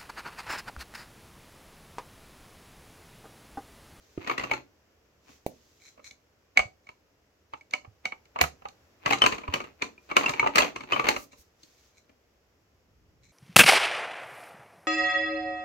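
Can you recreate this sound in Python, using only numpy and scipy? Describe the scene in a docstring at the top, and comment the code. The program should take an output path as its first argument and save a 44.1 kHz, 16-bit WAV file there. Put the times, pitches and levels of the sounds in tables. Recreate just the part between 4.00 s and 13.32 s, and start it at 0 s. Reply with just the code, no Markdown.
"""Wooden toy track on a carpet

Indoors, close up, on the two microphone ports of a small stereo camera. A curved wooden ramp is
knocked against plastic bridge piers until it drops into place, ringing at each touch. Off to the
left a hand rummages through loose pieces, which slide, knock and clatter. Fingers rub the wood
and brush the carpet; behind it all lies quiet room tone, with a faint rumble near the end."""
import sys
import numpy as np
from scipy import signal
from scipy.fft import rfft, irfft, next_fast_len
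from scipy.io import wavfile
from scipy.ndimage import uniform_filter1d

SR = 44100
rng = np.random.default_rng(int(sys.argv[2]) if len(sys.argv) > 2 else 0)


def to_wav(sig):
    """Store sig (one row per channel, or 1-D mono) as 16-bit WAV at the path in sys.argv[1].

    Samples outside -1..1 are clipped; the rate is SR.
    """
    pcm = np.clip(np.atleast_2d(sig), -1, 1) * 32767
    pcm = np.round(pcm).astype(np.int16)
    wavfile.write(sys.argv[1], SR, pcm.T)  # frames by channels


N = 411012
T = np.arange(SR // 5) / SR  # seconds since a blow
PILE_LEAD_MS = .47  # sound from the pile reaches the left port first

# Loose pieces slide over each other. Each row: start in seconds, length in seconds, relative dB.
SLIDES = [(.215, .045, -47), (0.272, .05, -36), (0.403, 0.044, -40), (0.491, .06, -40), (1.278, 0.036, -60),
          (5.071, .065, -31), (5.235, 0.024, -30), (5.277, .06, -39.5), (5.41, .03, -51),
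          (5.51, .14, -45.5), (5.814, .045, -47.5), (6.087, .05, -49), (6.184, .12, -34),
          (6.361, 0.11, -44.5), (6.574, .06, -25), (6.749, .12, -57), (6.908, .1, -37),
          (7.059, .035, -29.5), (7.118, .05, -44.5)]
# Friction spectra of wood on wood and of fingers. Each row: frequency in Hz, relative level in dB.
SLIDE_SPECTRUM = [(30, -22), (70, -8.5), (160, -14.5), (300, 3), (1100, 3), (1600, -2), (2500, 3.5),
                  (3400, -10), (4300, -10.5), (5300, -23.5), (6600, -20), (9500, -47), (12000, -26),
                  (16000, -36)]
FINGER_SPECTRUM = [(200, -20), (900, -3.5), (2300, 1.5), (4200, 2.5), (6500, 4), (9500, -15), (12500, -9),
                   (16000, -12)]
# The ports hear pile and ramp unevenly. Each row: frequency in Hz, left minus right in dB.
PILE_SHADE = [(250, 0.5), (700, -2), (1000, -1), (1300, 3), (1900, 0.5), (2600, 0.5), (9000, -1)]
RAMP_SHADE = [(200, -4.5), (1200, -2.5), (2300, -1.5), (9000, -1)]


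def amp(db):
    """Decibels to gain."""
    return 10 ** (np.asarray(db) / 20)


def unit(x):
    """Scale to rms 1."""
    return x / np.sqrt(np.mean(x ** 2) + 1e-20)


def punch(x):
    """Scale a blow to rms 1 over its first hundredth of a second."""
    return x / np.sqrt(np.mean(x[..., :SR // 100] ** 2) + 1e-20)


def along(points, hz):
    """Interpolate (Hz, value) points on a log frequency axis."""
    freqs, values = np.transpose(points)
    return np.interp(np.log(hz + 1), np.log(freqs + 1), values)


def level(rows):
    """(seconds, dB) rows as a gain per sample, silent outside them."""
    times, db = np.transpose(rows)
    return amp(np.interp(np.arange(N) / SR, times, db, left=-140, right=-140))


def filtered(x, response):
    """Filter x by a complex function of frequency."""
    n = x.shape[-1]
    size = next_fast_len(n + SR // 20)
    return irfft(rfft(x, size) * response(np.fft.rfftfreq(size, 1 / SR)), size)[..., :n]


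def causal(spectrum, size=2048):
    """The minimum-phase impulse response of a (Hz, dB) spectrum."""
    cepstrum = irfft(np.log(amp(along(spectrum, np.fft.rfftfreq(size, 1 / SR)))))
    cepstrum[1:size // 2] *= 2
    cepstrum[size // 2 + 1:] = 0
    return irfft(np.exp(rfft(cepstrum)))


def convolve(x, response):
    """Both channels of x through an impulse response, cut to the length of x."""
    return signal.fftconvolve(x, np.atleast_2d(response), axes=1)[:, :x.shape[1]]


def fade(t, t60):
    """Decay by 60 dB in t60 seconds."""
    return np.exp(-np.log(1000) * t / t60)


def stereo_noise(n, width):
    """White noise whose side signal is width times as strong as its middle."""
    mid, side = rng.standard_normal((2, n))
    return np.array([mid + width * side, mid - width * side])


def add(track, start, x):
    """Mix x into the track at start seconds."""
    part = track[:, max(round(start * SR), 0):][:, :x.shape[1]]
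    part += x[:, :part.shape[1]]


def place(x, lead_ms, shade=((1, 0), (2, 0))):
    """Sound reaches the nearer port first (positive lead: left); the housing shades each port."""
    sign = np.array([[1], [-1]]) / 2
    lag = (abs(lead_ms) / 2 - sign * lead_ms) / 1000
    return filtered(x, lambda hz: np.exp(-2j * np.pi * hz * lag) * amp(sign * along(shade, hz)))


def in_room(x, wet_db):
    """The direct sound and the walls' diffuse answer, which builds over a few milliseconds."""
    # The room's decay. Each row: frequency in Hz, t60 in seconds.
    decay_times = [(100, 0.54), (400, 0.27), (1000, 0.18), (2500, 0.17), (6000, 0.23), (14000, 0.13)]
    # The colour of the reverberation. Each row: frequency in Hz, gain in dB.
    tail_colour = [(50, -11.5), (250, 3), (700, 1), (2200, -1.5), (4500, 1.5), (8000, 3.5), (14000, 8.5)]
    hz, t, bands = signal.stft(rng.standard_normal((2, SR // 2)), SR, nperseg=256)
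    bands = bands * fade(t, along(decay_times, hz)[:, None])
    bands[1] *= np.minimum(hz / 600, 1)[:, None]  # long waves reach both ports alike
    mid, side = signal.istft(bands, SR, nperseg=256)[1]
    age = np.arange(len(mid)) / SR
    tail = filtered(unit(np.array([mid + side, mid - side])), lambda f: amp(along(tail_colour, f)))
    tail *= (1 - np.exp(-(age / 0.0028) ** 2)) / np.sqrt(len(age))
    out = amp(wet_db) * signal.fftconvolve(x, tail, axes=1)
    out[:, :x.shape[1]] += x
    return out


def room_tone():
    """Faint air all round the camera, alike at both ports in the bass."""
    # The quiet room. Each row: time in seconds, level in dB.
    hush = [(0, -64), (1, -66), (3.6, -68), (4.8, -63), (9.3, -69)]
    # Its spectrum. Each row: frequency in Hz, relative level in dB.
    air = [(20, -21), (45, -10), (70, 2.5), (150, -10.5), (480, -7), (850, -15), (1400, -16), (2700, -19.5),
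           (4000, -25.5), (5400, -21), (7300, -27.5), (9000, -42), (12500, -32), (16000, -37.5)]
    # Likeness at the two ports. Each row: frequency in Hz, left-right correlation.
    likeness = [(60, 1), (240, 0.82), (950, 0.29), (3770, -0.21), (15000, 1)]

    def mid_side_gains(hz):
        angle = np.arccos(np.clip(along(likeness, hz), -1, 1)) / 2
        return amp(along(air, hz)) * [np.cos(angle), np.sin(angle)]

    mid, side = filtered(rng.standard_normal((2, N)), mid_side_gains)
    return level(hush) * unit(np.array([mid + side, mid - side]))


def rumble():
    """A faint, dull rumble comes up near the end, much alike at both ports."""
    # Its swell. Each row: time in seconds, level in dB.
    swell = [(7.6, -91), (8.8, -71.5), (9.0, -65.5), (9.32, -65)]
    colour = causal([(20, -17), (65, 1.0), (220, -12.0), (450, -19.0), (1500, -69)])
    return level(swell) * unit(convolve(stereo_noise(N, width=.25), colour))


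def bumps():
    """Hand and wood bump the floor in front of the camera, and near 1.46 s a double knock lands on the camera
    body itself: padded contacts that die quickly."""
    # Each row: start in seconds, level before the low-pass in dB, pitch in Hz, t60 and rise in seconds.
    contacts = [(.176, -18.5, 328.5, 0.025, 0.00067), (0.18, -31, 98.6, .06, 0.0017),
                (1.4635, 9.5, 597, 0.003, 0.0019), (1.4624, -47, 168, 0.02, 0.00058),
                (2.595, -32.5, 60.3, .1, .005), (2.654, -24.5, 106, 0.039, 0.0093),
                (3.875, -28, 103.6, 0.058, 0.016), (4.414, -28, 74.5, 0.21, .004),
                (4.43, -27.5, 152, .1, 0.0029), (5.485, -25.5, 83, 0.088, 0.0018),
                (7.39, -51, 62.53, 0.12, 0.004)]
    lowpass = signal.butter(6, 850, fs=SR, output="sos")
    out = np.zeros((2, N))
    for start, db, hz, t60, rise in contacts:
        push = amp(db) * np.sin(2 * np.pi * hz * T) * fade(T, t60) * (1 - np.exp(-T / rise))
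        push = signal.sosfilt(lowpass, push)
        at_ports = place(np.array([push, push]), lead_ms=-.08, shade=RAMP_SHADE)
        add(out, start, in_room(at_ports, wet_db=-13.5))
    return out


def strokes(rows, rise_db_per_s, fall_db_per_s):
    """Gain per sample of (start, length, dB) strokes that swell, hold and die away."""
    t = np.arange(N) / SR
    curves = [db - rise_db_per_s * np.maximum(start - t, 0)
              - fall_db_per_s * np.maximum(t - start - length, 0) for start, length, db in rows]
    return amp(np.max(curves, axis=0))


def friction(spectrum, slips_per_s, spread_db, hiss):
    """Tiny slips of uneven size over a fine hiss, coloured by the surface."""
    slipping = rng.random(N) < slips_per_s / SR
    slips = slipping * amp(spread_db * np.minimum(rng.standard_normal(N), 2))
    return unit(convolve(stereo_noise(N, width=0.72) * (unit(slips) + hiss), causal(spectrum)))


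def carpet_brush():
    """A hand brushes the carpet and slides off the pile: soft, dense friction."""
    # Each row: start in seconds, length in seconds, relative level in dB.
    passes = [(0, 0.26, -68.5), (1.3, 0.034, -62), (1.48, 0.42, -69.5), (6.04, 0.055, -70.5),
              (7.12, .04, -57), (7.38, .03, -68.5), (7.62, .25, -68)]
    envelope = strokes(passes, rise_db_per_s=217, fall_db_per_s=168)
    return envelope * friction(FINGER_SPECTRUM, slips_per_s=1800, spread_db=2.0, hiss=1.1)


def finger_rub():
    """Fingers rub the ramp with uneven pressure and make it sing faintly."""
    # Each row: start in seconds, length in seconds, relative level in dB.
    rubs = [(1.82, 0.028, -54.5), (2.045, .04, -55), (2.86, 0.048, -68.5), (3.53, .03, -63.5),
            (7.32, 0.023, -59), (7.78, 0.038, -70), (7.94, 0.038, -66), (9.235, 0.045, -57.5)]
    # The ramp's resonances, damped by the fingers. 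Each row: centre in Hz, width in Hz, relative dB.
    resonances = [(2290, 170, -5.5), (4080, 110, -7), (6800, 3400, -17)]

    def wood(f):
        return sum(amp(db) / (1 + 2j * (f - hz) / width_hz) for hz, width_hz, db in resonances)

    pressure = amp(4.8 * unit(uniform_filter1d(rng.standard_normal(N), size=900)))
    drag = pressure * friction(FINGER_SPECTRUM, slips_per_s=400, spread_db=2, hiss=0.62)
    return strokes(rubs, rise_db_per_s=800, fall_db_per_s=226) * unit(filtered(drag, wood))


def pile_scrape():
    """Loose pieces slide over each other on the left: grainy friction of wood on wood."""
    envelope = strokes(SLIDES, rise_db_per_s=601, fall_db_per_s=327)
    grain = friction(SLIDE_SPECTRUM, slips_per_s=290, spread_db=-0.5, hiss=0.26)
    return place(envelope * grain, PILE_LEAD_MS, PILE_SHADE)


def handling():
    """Scraping, brushing and rubbing, heard together in the room."""
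    direct = amp(-2.0) * pile_scrape() + amp(-0.5) * carpet_brush() + amp(-4.0) * finger_rub()
    return in_room(direct, wet_db=-4.0)[:, :N]


def scuffs():
    """Skin sweeps quickly over the wood: a bright hiss that stops when the hand lifts."""
    # Each row: start in seconds, length in seconds, level in dB.
    sweeps = [(6.287, 0.026, -52.5), (7.17, 0.073, -52.5), (7.385, .035, -60.5)]
    # Skin on wood. Each row: frequency in Hz, relative level in dB.
    spectrum = [(1500, -18.5), (4000, -3.5), (6500, 2.5), (9500, -6), (12500, -1), (16000, -4)]
    envelope = strokes(sweeps, rise_db_per_s=696, fall_db_per_s=900)
    skin = friction(spectrum, slips_per_s=2500, spread_db=0.5, hiss=1.2)
    return in_room(place(envelope * skin, PILE_LEAD_MS), wet_db=-13.5)[:, :N]


def mode(hz, t60, attack_s=.0007):
    """One damped mode, heard at slightly different phases by the two ports."""
    phase = rng.uniform(0, 2 * np.pi) + rng.normal(0, 0.25, (2, 1))
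    return np.sin(2 * np.pi * hz * T + phase) * fade(T, t60) * (1 - np.exp(-T / attack_s))


def ringing(modes, scatter_db):
    """A struck body sounds all its (Hz, dB, t60) modes, in a new balance at each blow."""
    return punch(sum(amp(db + rng.normal(0, scatter_db)) * mode(hz, t60) for hz, db, t60 in modes))


def burst(colour, t60, rise, width):
    """A contact wakes a crowd of modes; most of them die within the first instant."""
    decay = fade(T, t60) + 0.51 * fade(T, 0.11 * t60)
    return punch(convolve(stereo_noise(len(T), width) * decay * (1 - np.exp(-T / rise)), colour))


def blow_levels(db, hard_db, voice):
    """Thud, knock, clack and crack levels in dB: a harder contact cracks more and knocks less."""
    thud_db, knock_db, clack_db, crack_db = voice
    return .6 * db + thud_db, db + knock_db - hard_db, db + clack_db, db + crack_db + hard_db


def blow(levels, knock_hz, hollow_t60, crack_t60):
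    """Wood strikes: the support thuds and knocks hollowly, the piece clacks, the contact cracks."""
    # Spectra of the four parts. Each row: frequency in Hz, relative level in dB.
    thud_spectrum = [(20, -32), (45, -2), (80, -5.5), (110, 0), (170, 0), (270, 6), (380, -2), (550, -21),
                     (2000, -100)]
    knock_spectrum = [(150, -27.5), (350, -9), (480, -0.5), (800, -1.5), (1250, 7), (1600, -14),
                      (2600, -42), (7000, -100)]
    clack_spectrum = [(700, -37.5), (1300, -7.5), (1700, -4.5), (2200, -2), (2800, 0), (3300, -15.5),
                      (4200, -21), (10000, -85.5)]
    crack_spectrum = [(1800, -26), (3200, -4), (4300, 4), (5300, -7.5), (6300, -1), (7700, -8.5),
                      (9500, -23.5), (12000, -21), (16000, -40.5)]
    thud_db, knock_db, clack_db, crack_db = levels
    rise = 0.0021 * amp(-.45 * (max(knock_db, clack_db) + 23.0))  # light touches start softly
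    knock = burst(causal(knock_spectrum), t60=0.027, rise=rise, width=1.0)
    knock = punch(knock + 1.5 * punch(mode(knock_hz, hollow_t60)))
    thud = burst(causal(thud_spectrum), t60=0.029, rise=rise, width=0.18)
    clack = burst(causal(clack_spectrum), t60=0.025, rise=rise, width=0.97)
    crack = burst(causal(crack_spectrum), t60=crack_t60, rise=rise, width=0.63)
    return amp(thud_db) * thud + amp(knock_db) * knock + amp(clack_db) * clack + amp(crack_db) * crack


def pre_swell(db, lead_ms, swell_s):
    """A faint, very short swell of noise leads into each hit."""
    dying = convolve(stereo_noise(len(T), width=0.51) * np.exp(-T / swell_s), causal(SLIDE_SPECTRUM))
    swelling = np.pad(punch(dying)[:, ::-1], ((0, 0), (0, SR // 500)))
    return amp(db) * place(swelling, lead_ms)


def snaps():
    """Hard edges snap past each other, so briefly that they reach the top of the treble."""
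    # Each row: start in seconds, relative level in dB.
    contacts = [(.5132, -49), (1.4642, -41.5), (4.4138, -25.5), (4.433, -46.5), (5.109, -42), (5.2625, -38),
                (5.5388, -42), (6.1668, -36.5), (6.557, -32), (6.585, -30), (7.0876, -35)]
    # The colour of a snap. Each row: frequency in Hz, relative level in dB.
    spectrum = [(900, -28), (1500, -2), (2400, 6.5), (3300, -4), (4400, 0.5), (5400, -5), (7000, 0.5),
                (9500, -8.5), (12000, 0.5), (16000, -6.5)]
    out, colour = np.zeros((2, N)), causal(spectrum)
    edge = punch(np.pad(colour, (0, len(T) - len(colour))))
    for start, db in contacts:
        snap = .65 * edge + 0.66 * burst(colour, t60=0.026, rise=.0004, width=0.64)
        add(out, start, in_room(amp(db) * place(snap, PILE_LEAD_MS), wet_db=-10.5))
    return out


def jostles(touches_per_s=15):
    """While the pile slides, pieces touch lightly at random: more strikes for loose_pieces()."""
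    rows = []
    for start, length, db in SLIDES:
        count = int(np.ceil(length * touches_per_s))
        for when, softness, hardness, pitch in rng.random((12, 4))[:count]:
            ring_hz, knock_hz = 1900 + 900 * pitch, 850 + 450 * pitch
            hard_db = 8 * (hardness - .5)
            rows.append((start + when * length, db - 6 * softness, hard_db, -4, ring_hz, knock_hz))
    return rows


def loose_pieces():
    """On the left, each struck piece rings at the pitch its length gives it and shakes the pile."""
    # Each row: start in seconds; strength, hardness and relative ring in dB; ring and knock in Hz.
    strikes = [(0.175, -53.5, -1.5, -21, 2150, 693), (0.2736, -37.5, 5, -0.5, 1890, 1210),
               (0.2964, -35, -5, 0, 2240, 1115), (.3083, -42.5, -9, 4, 2300, 1066),
               (.379, -33, 4, 3, 1935, 1133), (0.3946, -36.5, 2.5, 1, 2040, 1016),
               (0.4363, -35.5, 1.5, -8, 2700, 1126), (0.5129, -30.5, -1, 5.5, 2224, 866),
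               (0.5341, -33.5, 5.5, -10.5, 2300, 1372), (5.0596, -25.5, 2, -4.5, 2010, 1134),
               (5.1075, -25, 0.5, -20, 2070, 803), (5.1236, -27.5, 2.5, -0.5, 2170, 798),
               (5.1308, -23.5, 3.5, 0, 2170, 1203), (5.184, -43, 10, -11.5, 2000, 1157),
               (5.2185, -23.5, 0, 8.5, 3057, 1240), (5.2378, -23.5, -2, -6, 2940, 1036),
               (5.2616, -19.5, 4, -3.5, 2556, 1026), (5.322, -32, 2.5, -18, 2460, 1090),
               (5.3464, -45, 5.5, -4.5, 2400, 1040), (5.3812, -41, 2, -8, 2330, 1212),
               (5.4361, -52.5, -7.5, 6.5, 2360, 1015), (5.4781, -41, -4.5, -1.5, 2290, 1009),
               (5.5379, -25.5, 4.5, -4.5, 2990, 1117), (5.558, -40.5, -4, -1.5, 2250, 577),
               (5.6024, -39.5, -0.5, -3.5, 2240, 1250), (5.8204, -28, 5.5, -1, 2384, 1028),
               (5.9787, -66, -1, 14, 2430, 993), (6.1129, -36.5, -3, 2.5, 2270, 1153),
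               (6.166, -16, 2, -9.5, 2274, 1069), (6.2385, -35.5, -4, -1, 2430, 1113),
               (6.2604, -30.5, -1, 8, 2720, 982), (6.2816, -36.5, -3, -3, 2330, 1027),
               (6.292, -30, 8, -15.5, 2270, 1066), (6.3361, -36.5, 3, 0.5, 2325, 890),
               (6.3953, -29.5, 0, 11, 2237, 922), (6.4272, -37.5, -12.5, -4, 2340, 945),
               (6.4415, -39.5, -7.5, -22.5, 2180, 880), (6.462, -32, -7.5, -9, 2360, 886),
               (6.4712, -30.5, -0.5, -4.5, 2020, 917), (6.556, -20, 5.5, -13.5, 1840, 1231),
               (6.5807, -17.5, 3.5, -7.5, 2050, 1097), (6.5858, -20.5, 7.5, -4.5, 1980, 600),
               (6.603, -30, -0.5, -16.5, 2060, 989), (6.6197, -27.5, 4, -0.5, 3270, 728),
               (6.644, -35, 5.5, -11.5, 2450, 1013), (6.7596, -36, 2.5, -6.5, 2140, 1175),
               (6.806, -43.5, 3, -1.5, 2230, 1030), (6.8344, -46, 1.5, -21, 2070, 863),
               (6.9207, -28, -0.5, 0, 2516, 1160), (6.9315, -33, -1.5, 6.5, 3020, 1084),
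               (6.9612, -36, -7, 0, 2310, 1133), (6.995, -28, -2.5, 1, 2280, 1158),
               (7.0416, -33, -0.5, -11, 2270, 1170), (7.0863, -19, 5.5, -12.5, 2160, 855),
               (7.1625, -33, 2.5, -5.5, 2240, 1182), (7.33, -61.5, -2.5, -3, 2700, 1017),
               (7.6312, -63.5, 22, -22, 2310, 693), (8.0926, -65, 2.5, -5, 2360, 625)]
    # The balance of a blow: offsets of thud, knock, clack and crack in dB.
    voice = (-24, 3.5, -0.54, -11.5)
    # A piece's upper modes. Each row: multiple of its ring pitch, relative level in dB.
    overtones = [(1.85, -19.5), (2.8, -26)]
    # What the pile lies on booms. Each row: frequency in Hz, relative level in dB, t60 in seconds.
    support_modes = [(126.1, -10.5, 0.26), (211, -6.5, 0.079), (282.5, -5, 0.25), (370.3, 2.5, 0.082),
                     (451, 5, 0.058), (588, 1.5, 0.11), (736, -6.5, 0.053), (895, -8.5, 0.059)]
    out = np.zeros((2, N))
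    for start, db, hard_db, ring_db, ring_hz, knock_hz in strikes + jostles():
        levels = blow_levels(db, hard_db, voice)
        thud_db, knock_db, clack_db, _ = levels
        upper = sum(amp(mode_db + hard_db + rng.normal(0, 3)) * mode(ratio * ring_hz, t60=0.017)
                    for ratio, mode_db in overtones)
        ring = amp(db + ring_db + .5) * punch(mode(ring_hz, t60=.034) + upper)
        boom = amp((thud_db + knock_db) / 2 - 3.5) * ringing(support_modes, scatter_db=2.6)
        strike = blow(levels, knock_hz, hollow_t60=0.054, crack_t60=0.017)
        contact = place(boom + strike, PILE_LEAD_MS, PILE_SHADE)
        # The whole length rings, a little nearer the middle than the point of contact.
        body = place(ring, lead_ms=.41, shade=PILE_SHADE)
        add(out, start, in_room(contact + body, wet_db=-7.0))
        add(out, start - len(T) / SR, pre_swell(clack_db - 13.5, PILE_LEAD_MS, swell_s=0.0043))
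    return out


def ramp():
    """Close to the camera, the hand-held ramp meets the piers and rings with the same modes each time."""
    # Each row: start in seconds; strength, hardness and relative ring in dB; knock pitch in Hz.
    strikes = [(1.976, -63, -7, -7, 620), (1.9941, -61, -7.5, -1, 575), (2.1091, -62.5, 21, 11.5, 760),
               (2.5727, -22, 5.5, 9, 766), (2.5915, -26.5, -2, 3.5, 754), (2.5995, -39.5, 1, 12.5, 770),
               (2.8692, -60, 2, 7, 1100), (2.8894, -48.5, -1, -1, 990), (3.5354, -42, -6, -11, 905),
               (3.6099, -68, 11, 16, 880), (3.7087, -56.5, 15.5, -10, 620), (3.736, -30.5, 3.5, 6, 1020),
               (3.7737, -66, 3, 5, 910), (3.8465, -56.5, -6.5, -5.5, 780), (4.0541, -33, 5, 5, 758),
               (4.1214, -44, -4.5, 7.5, 871), (4.254, -64, 7.5, -4, 898), (4.3596, -40.5, -9.5, -15.5, 951),
               (4.3877, -36, -4, -1.5, 973), (4.4114, -16, 2.5, -10, 722), (4.4374, -29, -1, -8, 1272),
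               (4.6196, -58.5, -6, -20, 767), (4.6531, -43, -8, -40, 789), (4.6851, -53, 13, -16.5, 760),
               (9.233, -72, 14, -1, 760)]
    # The balance of a blow: offsets of thud, knock, clack and crack in dB.
    voice = (-31, 1, -1.97, -10.5)
    # The ramp against its piers. Each row: frequency in Hz, relative level in dB, t60 in seconds.
    modes = [(607, -21, .12), (757, -15, 0.092), (2080, -19.5, .05), (2239, 5.5, 0.033),
             (2680, -26.5, 0.025), (2950, -12.5, 0.048), (4360, -17, 0.025), (5864, -28.5, 0.034),
             (7560, -31, 0.043)]
    # Held on the right, it lands on the left. Each row: time in seconds, left port's lead in ms.
    path = [(4.25, -.48), (4.35, .55)]
    out = np.zeros((2, N))
    for start, db, hard_db, ring_db, knock_hz in strikes:
        levels = blow_levels(db, hard_db, voice)
        _, _, clack_db, _ = levels
        lead_ms = np.interp(start, *np.transpose(path))
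        ring = amp(db + ring_db + 1.5) * ringing(modes, scatter_db=2.3)
        strike = blow(levels, knock_hz, hollow_t60=0.028, crack_t60=0.009)
        add(out, start, in_room(place(ring + strike, lead_ms, RAMP_SHADE), wet_db=-10.0))
        add(out, start - len(T) / SR, pre_swell(clack_db - 13.5, lead_ms, swell_s=0.0051))
    return out


def scene():
    """All sources at the two microphone ports."""
    return ramp() + loose_pieces() + snaps() + handling() + scuffs() + bumps() + room_tone() + rumble()


def record(dry):
    """The camera rounds off the highest peaks and keeps nothing above its band limit."""
    rounded = dry / (1 + np.abs(dry) ** 8) ** (1 / 8)
    return filtered(rounded, lambda hz: hz < 16200)


dry = scene()
out = record(dry)
to_wav(out)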